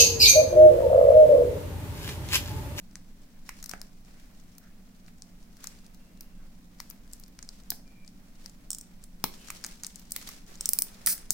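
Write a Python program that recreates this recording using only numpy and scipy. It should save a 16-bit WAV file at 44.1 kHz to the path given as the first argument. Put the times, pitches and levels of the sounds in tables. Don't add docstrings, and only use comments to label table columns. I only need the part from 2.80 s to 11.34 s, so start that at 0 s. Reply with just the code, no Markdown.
import sys
import numpy as np
from scipy import signal
from scipy.fft import rfft, irfft, next_fast_len
from scipy.io import wavfile

SR = 44100
rng = np.random.default_rng(int(sys.argv[2]) if len(sys.argv) > 2 else 0)


def log_audio(samples):
    frames = np.atleast_2d(samples).T
    limited = np.clip(frames, -1, 1)
    pcm = np.round(limited * 32767).astype(np.int16)
    wavfile.write(sys.argv[1], SR, pcm)


N = 376411
TIME = np.arange(N) / SR

# (frequency [Hz], relative level [dB])
AIR_SPECTRUM = [(8, -3), (18, 4.5), (30, -7.5), (48, -9), (72, -29), (105, -17), (140, -23), (195, -10.5),
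                (250, -22), (280, -17.5), (370, -35), (700, -34), (1700, -54), (3000, -50), (5300, -48.5),
                (10000, -51.5), (16000, -48.5)]
# (frequency [Hz], gain of the difference [dB])
AIR_WIDTH = [(30, -18.5), (70, -7.5), (200, -18), (400, -20), (1200, 4.5), (8000, 0.5)]
# (frequency [Hz], relative level [dB])
HUM_TONES = [(118.4, -80.5), (177.6, -63.5), (236.9, -67)]
# (frequency [Hz], gain [dB], fade time [s]). A fade time is how long a 60 dB drop takes.
ROOM_ECHO = [(196, -8.5, 0.26), (553, -2, 0.5), (1100, -10, 0.28), (2190, -3.5, 0.24), (3380, -4, 0.24),
             (5400, -7, 0.35), (10000, -6.5, 0.26), (14500, -3, 0.16)]
# (start [s], length [s], pitch [Hz], width [Hz], level [dB])
FAINT_WHISTLES = [(1.796, .08, 1600, 600, -69.5), (2.77, .04, 1450, 450, -62.5),
                  (2.75, 0.37, 2700, 220, -79), (3.171, 0.44, 2720, 130, -76.5),
                  (3.576, 0.043, 1340, 600, -66), (5.047, .19, 2360, 120, -68),
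                  (6.568, .15, 2780, 600, -66)]
# (frequency [Hz], relative level [dB])
LEATHER_SPECTRUM = [(1500, -1.5), (3000, 1), (4200, 3), (5600, 4), (8500, -1), (11000, -5.5), (15000, -8.5),
                    (17000, -9)]
# (frequency [Hz], relative level [dB])
SKIN_SPECTRUM = [(150, -2.5), (400, 3.5), (800, -4), (1500, -3), (2300, -4), (3200, -12), (6000, -18)]
# (start [s], length [s], leather level [dB], skin level [dB])
FINGER_STROKES = [(0.64, 0.17, -59.5, -71), (0.877, 0.061, -60, -58.5), (1.26, 0.26, -68, -64),
                  (2.781, 0.18, -57, -63.5), (3.99, 0.074, -59.5, -70), (4.316, 0.15, -86, -86),
                  (4.706, 0.081, -59, -78), (5.572, 0.11, -62, -67), (6.504, 0.434, -55, -63),
                  (6.958, 0.34, -61.5, -78), (7.326, 0.25, -51, -61.5), (7.662, 0.073, -55, -58),
                  (7.777, 0.64, -57, -59.5)]
# (time [s], level [dB], pitch [Hz], lower wall ring [dB], thump [dB], crack [dB])
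CASE_KNOCKS = [(0.6914, -37.5, 1950, 0.5, -26, -11), (.936, -36, 1350, -2.5, -6.5, -20),
               (4.9191, -43.5, 1370, 2, -2, 0), (6.4408, -34, 1720, 7, 5, 5),
               (6.703, -40, 2047, -2.5, -34, -18), (7.363, -38.5, 2300, -12.5, -13, 2.5),
               (8.2731, -28, 1550, -23, -20, -4), (8.5074, -48, 1530, -9, 2.5, -1)]
# (frequency [Hz], relative level [dB], fade time [s])
CASE_TONES = [(191, 8.5, 0.1), (265, 15, 0.041), (342, 10, 0.024)]
# (frequency [Hz], relative level [dB], fade time [s])
STEEL_TONES = [(4877, -4, .15), (8237, 0, .17), (8309, -2, .17), (8495, 0, .19), (8738, -3, .15),
               (10160, -3, .18), (9067, -4, .14), (10220, -3, .2), (11420, -5, .19), (12420, -7, .2),
               (12980, -5, .17), (13965, -3, .18), (15220, -6, .19), (15660, -3, .19)]
# (time [s], level [dB])
STRAP_JERKS = [(5.9048, -28), (5.9156, -34), (5.931, -33.5), (5.948, -36), (5.985, -38), (6.0114, -42),
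               (7.8092, -29.5), (7.8571, -23)]
# (frequency [Hz], width [Hz], relative level [dB])
LEATHER_BANDS = [(5650, 900, -3), (7050, 900, 0), (8500, 1300, 0.5), (13200, 1200, -19), (14900, 1100, -10)]
# (time [s], level [dB])
CUSHION_SLIPS = [(7.89, -17.5), (7.9335, -18), (7.988, -17), (8.021, -19), (8.262, -19), (8.2704, -17.5)]
# (time [s], rate [slips/s], level [dB])
CUSHION_ZIP = [(8.2741, 244, -19.5), (8.288, 246, -25.5), (8.301, 286, -23.5), (8.312, 470, -31.5),
               (8.326, 540, -30.5), (8.347, 460, -52)]
# (frequency [Hz], width [Hz], relative level [dB])
CUSHION_BANDS = [(2300, 700, -18), (4600, 1100, -7), (6000, 1700, -7), (8450, 1400, 3.5), (10100, 900, 0.5),
                 (11400, 1400, -4), (13800, 1500, 3), (15250, 1300, 2)]
# (time [s], level [dB], snap pitch [Hz],
# hollow over snap [dB], bright edge over snap [dB], left over right [dB], chatter over first push [dB])
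BUCKLE_CLICKS = [(0.1557,-43,5570,-4.5,-23,10,-6), (0.6919,-40,5740,-1.5,-7,-1,8),
                 (0.8271,-42.5,6100,-9,-8,8,15), (.841,-43,6000,-9,-4,12,3),
                 (0.8598,-42,5740,-12.5,-5,14,2), (0.894,-36.5,5400,-15,-7,9,7),
                 (0.913,-40,5940,-5,-10,11,4), (0.936,-49,5900,-5,-7,5,-1),
                 (1.0156,-39.5,5070,-12,-9.5,6,-5), (1.782,-50.5,6200,-10,1.5,3,12),
                 (2.282,-62.5,4940,8.5,-18,1,10), (2.4215,-43,5490,-22,-27,8,-14),
                 (2.628,-62,5550,-7,-11,-1,2), (2.769,-57,5900,-8,-8,5,6), (2.8418,-42,6500,-2.5,-3,7,11),
                 (2.8712,-35,6150,-20,-12,4,10), (3.065,-55.5,6000,-23,-13,3,-4.5),
                 (3.146,-57.5,5800,-21,-2,4,0), (3.4084,-46,5260,-15.5,2.5,4,20),
                 (4.0019,-38,5140,-4.5,-5,6,6), (4.101,-51,6700,-23,10,10,0),
                 (4.109,-52,6000,-2.5,-7.5,13,3), (4.327,-59,7500,-22,-1,3,6),
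                 (4.3335,-40,7360,-32,-8,3.5,8), (4.398,-56,5750,-23,6.5,2,9),
                 (4.4373,-50.5,5070,-16,-14,11,0), (4.481,-65.5,6000,-18,8,1,2),
                 (4.59,-47,5300,-3.5,-18.5,10,-5), (4.6269,-41,6000,-13.5,-22,3,17),
                 (4.69,-39.5,4840,-22,-21,4,-7), (4.9037,-28.5,5260,-23,2.5,4,4),
                 (5.278,-49.5,4840,-22,-24,9,-5), (5.6601,-44,5200,-11,-14,13,-1),
                 (5.6964,-53,6810,-23,-13,3,2), (6.2391,-47,8000,-21,-9,4,5), (6.44,-27,5650,-8,2,3,12),
                 (6.685,-45.5,6340,-3,-15,9,4), (6.703,-35.5,7260,-8,-5,3,9),
                 (6.8401,-35.5,5000,-11,-13,5,1), (6.847,-33,6460,-7,-25,2,-6),
                 (6.864,-38.5,6650,-16,-5,1,8), (7.0346,-33.5,6570,-14,-13,2,5),
                 (7.047,-36.5,5100,-19,-25,1,-14), (7.0665,-38.5,7100,-25,-12,16.5,-3),
                 (7.0683,-41.5,6700,-18.5,-8,-3,-3), (7.1583,-42,7100,-29,-12,6,0),
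                 (7.1958,-53,5460,-20,3,1,3), (7.3081,-47,7900,-25,0,4,5), (7.3198,-30.5,8200,-27,-3.5,4,4),
                 (7.3624,-35,7200,-10.5,4,1,16), (7.427,-49,6370,-6,-12,-5,-8),
                 (7.477,-50.5,4730,-13,-3,8,-2), (7.4894,-41.5,5570,-3,0,-2,18),
                 (7.755,-50.5,6260,-19.5,-13,4,5.5), (8.379,-45,8030,-9,-10,5,3),
                 (8.506,-19.5,7150,-37,-6,7.5,-9)]


def gain(db):
    return 10 ** (np.asarray(db) / 20)


def unit(x):
    return x / np.sqrt(np.mean(x ** 2))


def unit_hit(x):
    return x / np.sqrt(np.mean(x[..., :176] ** 2))


def add(track, start, x):
    i = int(start * SR)
    track[:, i:i + x.shape[-1]] += x[..., :max(N - i, 0)]


def place(pan_db, room_db):
    return gain(np.array([[pan_db / 2], [-pan_db / 2], [room_db]]))


def band(x, hz, width_hz, order=1):
    low = np.hypot(hz, width_hz / 2) - width_hz / 2
    high = min(low + width_hz, SR / 2 - 100)
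    return signal.lfilter(*signal.butter(order, [low, high], "band", fs=SR), x)


def colour(x, spectrum):
    hz, db = np.transpose(spectrum)
    size = next_fast_len(N)
    log_hz = np.log(np.fft.rfftfreq(size, 1 / SR) + 1)
    curve = gain(np.interp(log_hz, np.log(hz), db))
    return irfft(rfft(x, size) * curve, size)[..., :N]


def ring(tones, t):
    return sum(gain(db) * np.sin(2 * np.pi * hz * t) * gain(-60 * t / fade_s)
               for hz, db, fade_s in tones)


def resonate(force, bands, tilt_db):
    return unit_hit(sum(
        (-1) ** k * gain(db) * (hz / 1000) ** (tilt_db / 6) * band(force, hz, width, order=2)
        for k, (hz, width, db) in enumerate(bands)))


def wander(per_s):
    return np.interp(TIME * per_s, np.arange(2048), rng.standard_normal(2048))


def stereo_noise(length, apart):
    noise = rng.standard_normal((3, length))
    return np.sqrt(1 - apart) * noise[0] + np.sqrt(apart) * noise[1:]


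def contact(chatter_db, fade_s, apart):
    t = TIME[:1024]
    force = stereo_noise(len(t), apart) * gain(-60 * t / fade_s)
    force *= gain(chatter_db) / np.sqrt(np.sum(force ** 2, axis=1, keepdims=True))
    force[:, 0] += 1
    clean_push = (t == 0) * np.hypot(1, gain(chatter_db))
    return np.vstack([force, clean_push])


def stroke(start, length, rise_s=0.028, fall_s=0.049):
    rise = np.clip((TIME - start) / rise_s, 0, 1)
    return rise * np.exp(-np.clip((TIME - start - length) / fall_s, 0, 30))


def around_clicks(spread_s):
    return sum(np.exp(-np.minimum(np.abs(TIME - start) / spread_s, 20)) for start, *_ in BUCKLE_CLICKS)


def fan():
    middle, side = colour(rng.standard_normal((2, N)), AIR_SPECTRUM)
    side = colour(side, AIR_WIDTH)
    air = np.array([middle + side, middle - side]) / np.std(middle)
    hum = 0
    for hz, db in HUM_TONES:
        strength = gain(db + 0.81 * wander(7.4))
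        hum += strength * unit(np.sin(2 * np.pi * hz * TIME + .5 * wander(2.12)))
    return (gain(-49) * air + gain(-0.5) * hum) * gain([[-.4], [.4]])


def room(x, build_s=0.00057):
    t = TIME[:SR // 2]
    hz, db, fade_times = np.transpose(ROOM_ECHO)
    noise = rfft(rng.standard_normal((2, len(t))))
    log_hz = np.log(np.fft.rfftfreq(len(t), 1 / SR) + 1)
    echo = 0
    for one_band, strength, fade_s in zip(np.eye(len(hz)), gain(db), fade_times):
        shape = gain(-60 * t / fade_s) * (1 - np.exp(-t / build_s))
        band_noise = irfft(noise * np.interp(log_hz, np.log(hz), one_band), len(t))
        echo += strength * band_noise * shape / np.sqrt(np.sum(shape ** 2))
    return signal.oaconvolve(x, echo, axes=1)[:, :N]


def faint_whistles():
    noise = stereo_noise(N, apart=.4) * gain(2 * wander(25))
    return sum(gain(db) * unit(band(noise, hz, width, order=2)) * stroke(start, length)
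               for start, length, hz, width, db in FAINT_WHISTLES)


def rubbing():
    power = gain([[-68.5], [-66.5]]) ** 2
    for start, length, *levels in FINGER_STROKES:
        power = power + (gain(levels)[:, None] * stroke(start, length)) ** 2
    return np.sqrt(power)


def friction(spectrum, catches_per_s, grain_db, smooth, flutter_db=1.6):
    sizes = gain(grain_db * np.minimum(rng.exponential(size=N), 5))
    catches = (rng.random(N) < catches_per_s / SR) * sizes ** 2
    power = signal.lfilter([1], [1, -np.exp(-1 / (0.0035 * SR))], catches)
    grains = np.sqrt(power / power.mean() + smooth) * stereo_noise(N, apart=0.94)
    return unit(colour(grains, spectrum) * gain(flutter_db * wander(35)))


def rustle(leather_gain, skin_gain):
    leather = friction(LEATHER_SPECTRUM, catches_per_s=700, grain_db=3.8, smooth=.35)
    skin = friction(SKIN_SPECTRUM, catches_per_s=800, grain_db=3, smooth=1)
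    surge = 1 + gain(1) * around_clicks(spread_s=0.004)
    return leather * leather_gain * surge + skin * skin_gain


def loose_ticks(effort, base_per_s=4, extra_per_s=80):
    out = np.zeros((2, N))
    rate = np.sqrt(effort / effort.max()) * (base_per_s + extra_per_s * around_clicks(spread_s=0.019))
    moments = np.flatnonzero(rng.random(N) < rate / SR)
    for i, (louder, higher) in zip(moments, rng.standard_normal((len(moments), 2))):
        force = contact(chatter_db=3, fade_s=.011, apart=.6)
        tick = click(force, hz=6000 * np.exp(0.29 * higher), hollow_db=-8.5, edge_db=-22, pan_db=6.5)
        add(out, i / SR, gain(-62 + 1.5 * louder) * tick[:2])
    return out


def case_knocks():
    out = np.zeros((3, N))
    thump = unit_hit(ring(CASE_TONES, TIME[:SR // 8]))
    for start, db, hz, lower_db, thump_db, crack_db in CASE_KNOCKS:
        force = contact(chatter_db=-1, fade_s=.014, apart=.9)
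        upper, lower = (unit_hit(band(force, f, f * .48, order=2)) for f in (hz, hz * 0.625))
        crack = unit_hit(band(force, hz=3900, width_hz=1500, order=2))
        wall = upper + gain(lower_db) * lower + gain(crack_db) * crack
        add(out, start, gain(db) * wall * place(pan_db=-3, room_db=-1.5))
        add(out, start, gain(db + thump_db) * thump)
    return out


def steel_ring(shocks):
    tones = ring(STEEL_TONES, TIME[:SR // 3])
    return signal.oaconvolve(shocks, tones[None] / np.sqrt(np.sum(tones ** 2)))[:, :N]


def strap_jerks():
    out = np.zeros((3, N))
    for start, db in STRAP_JERKS:
        force = contact(chatter_db=-1, fade_s=.016, apart=.5)
        crack = gain(-7) * unit_hit(band(force, hz=7400, width_hz=12000, order=2))
        hollow = gain(-22) * unit_hit(band(force, hz=1450, width_hz=850))
        add(out, start, gain(db) * (resonate(force, LEATHER_BANDS, tilt_db=0) + crack + hollow))
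    return out * place(pan_db=.5, room_db=-4)


def slip(tilt_db):
    force = contact(chatter_db=-1, fade_s=.012, apart=.5)
    crack_force = contact(chatter_db=-3, fade_s=.012, apart=.5)
    crack = gain(-8) * unit_hit(band(crack_force, hz=9500, width_hz=11500, order=2))
    case = gain(-27) * unit_hit(band(force, hz=1400, width_hz=2500))
    return unit_hit(resonate(force, CUSHION_BANDS, tilt_db) + crack + case)


def cushion_creak(scatter_db=1.8, jitter=.14):
    singles, run = np.zeros((2, 3, N))
    for start, db in CUSHION_SLIPS:
        add(singles, start, gain(db) * slip(tilt_db=0.5))
    times, rates, levels = np.transpose(CUSHION_ZIP)
    start = times[0]
    for later, louder in rng.standard_normal((60, 2)):
        if start < times[-1]:
            db = np.interp(start, times, levels) + scatter_db * louder
            add(run, start, gain(db) * slip(tilt_db=-0.5))
            start += np.exp(jitter * later) / np.interp(start, times, rates)
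    out = singles * place(pan_db=-1, room_db=-6.5) + run * place(pan_db=-1, room_db=-3.5)
    out[0] = np.roll(out[0], 1)
    return out


def click(force, hz, hollow_db, edge_db, pan_db):
    ping = unit_hit(band(force, hz, hz * .25, order=2)) * place(pan_db=0, room_db=-15)
    snap = unit_hit(band(force, hz, hz * .7)) + gain(-8) * ping
    snap = unit_hit(band(snap, hz=6450, width_hz=6000, order=4))
    edge = gain(edge_db) * unit_hit(band(force, hz=13300, width_hz=4400, order=2))
    hollow = gain(hollow_db) * unit_hit(band(force, hz=1450, width_hz=1250, order=2))
    return (snap + edge) * place(pan_db, room_db=-3) + hollow * place(pan_db=-0.5, room_db=-2)


def buckle():
    out = np.zeros((3, N))
    for start, db, hz, hollow_db, edge_db, pan_db, chatter_db in BUCKLE_CLICKS:
        force = contact(chatter_db, fade_s=.013, apart=.6)
        add(out, start, gain(db) * click(force, hz, hollow_db, edge_db, pan_db))
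    return out


def scene():
    leather_gain, skin_gain = rubbing()
    soft = fan() + rustle(leather_gain, skin_gain) + faint_whistles()
    clicks, creak = buckle(), cushion_creak()
    steel = steel_ring(gain(-32) * clicks + gain(-31) * creak)
    sharp = clicks + creak + steel + strap_jerks() + case_knocks()
    direct, room_feed = sharp[:2], sharp[2:]
    return direct + room(room_feed) + soft + loose_ticks(leather_gain)


def record(dry):
    return signal.sosfilt(signal.ellip(8, .2, 60, 16000, fs=SR, output="sos"), dry)


dry = scene()
out = record(dry)
log_audio(out)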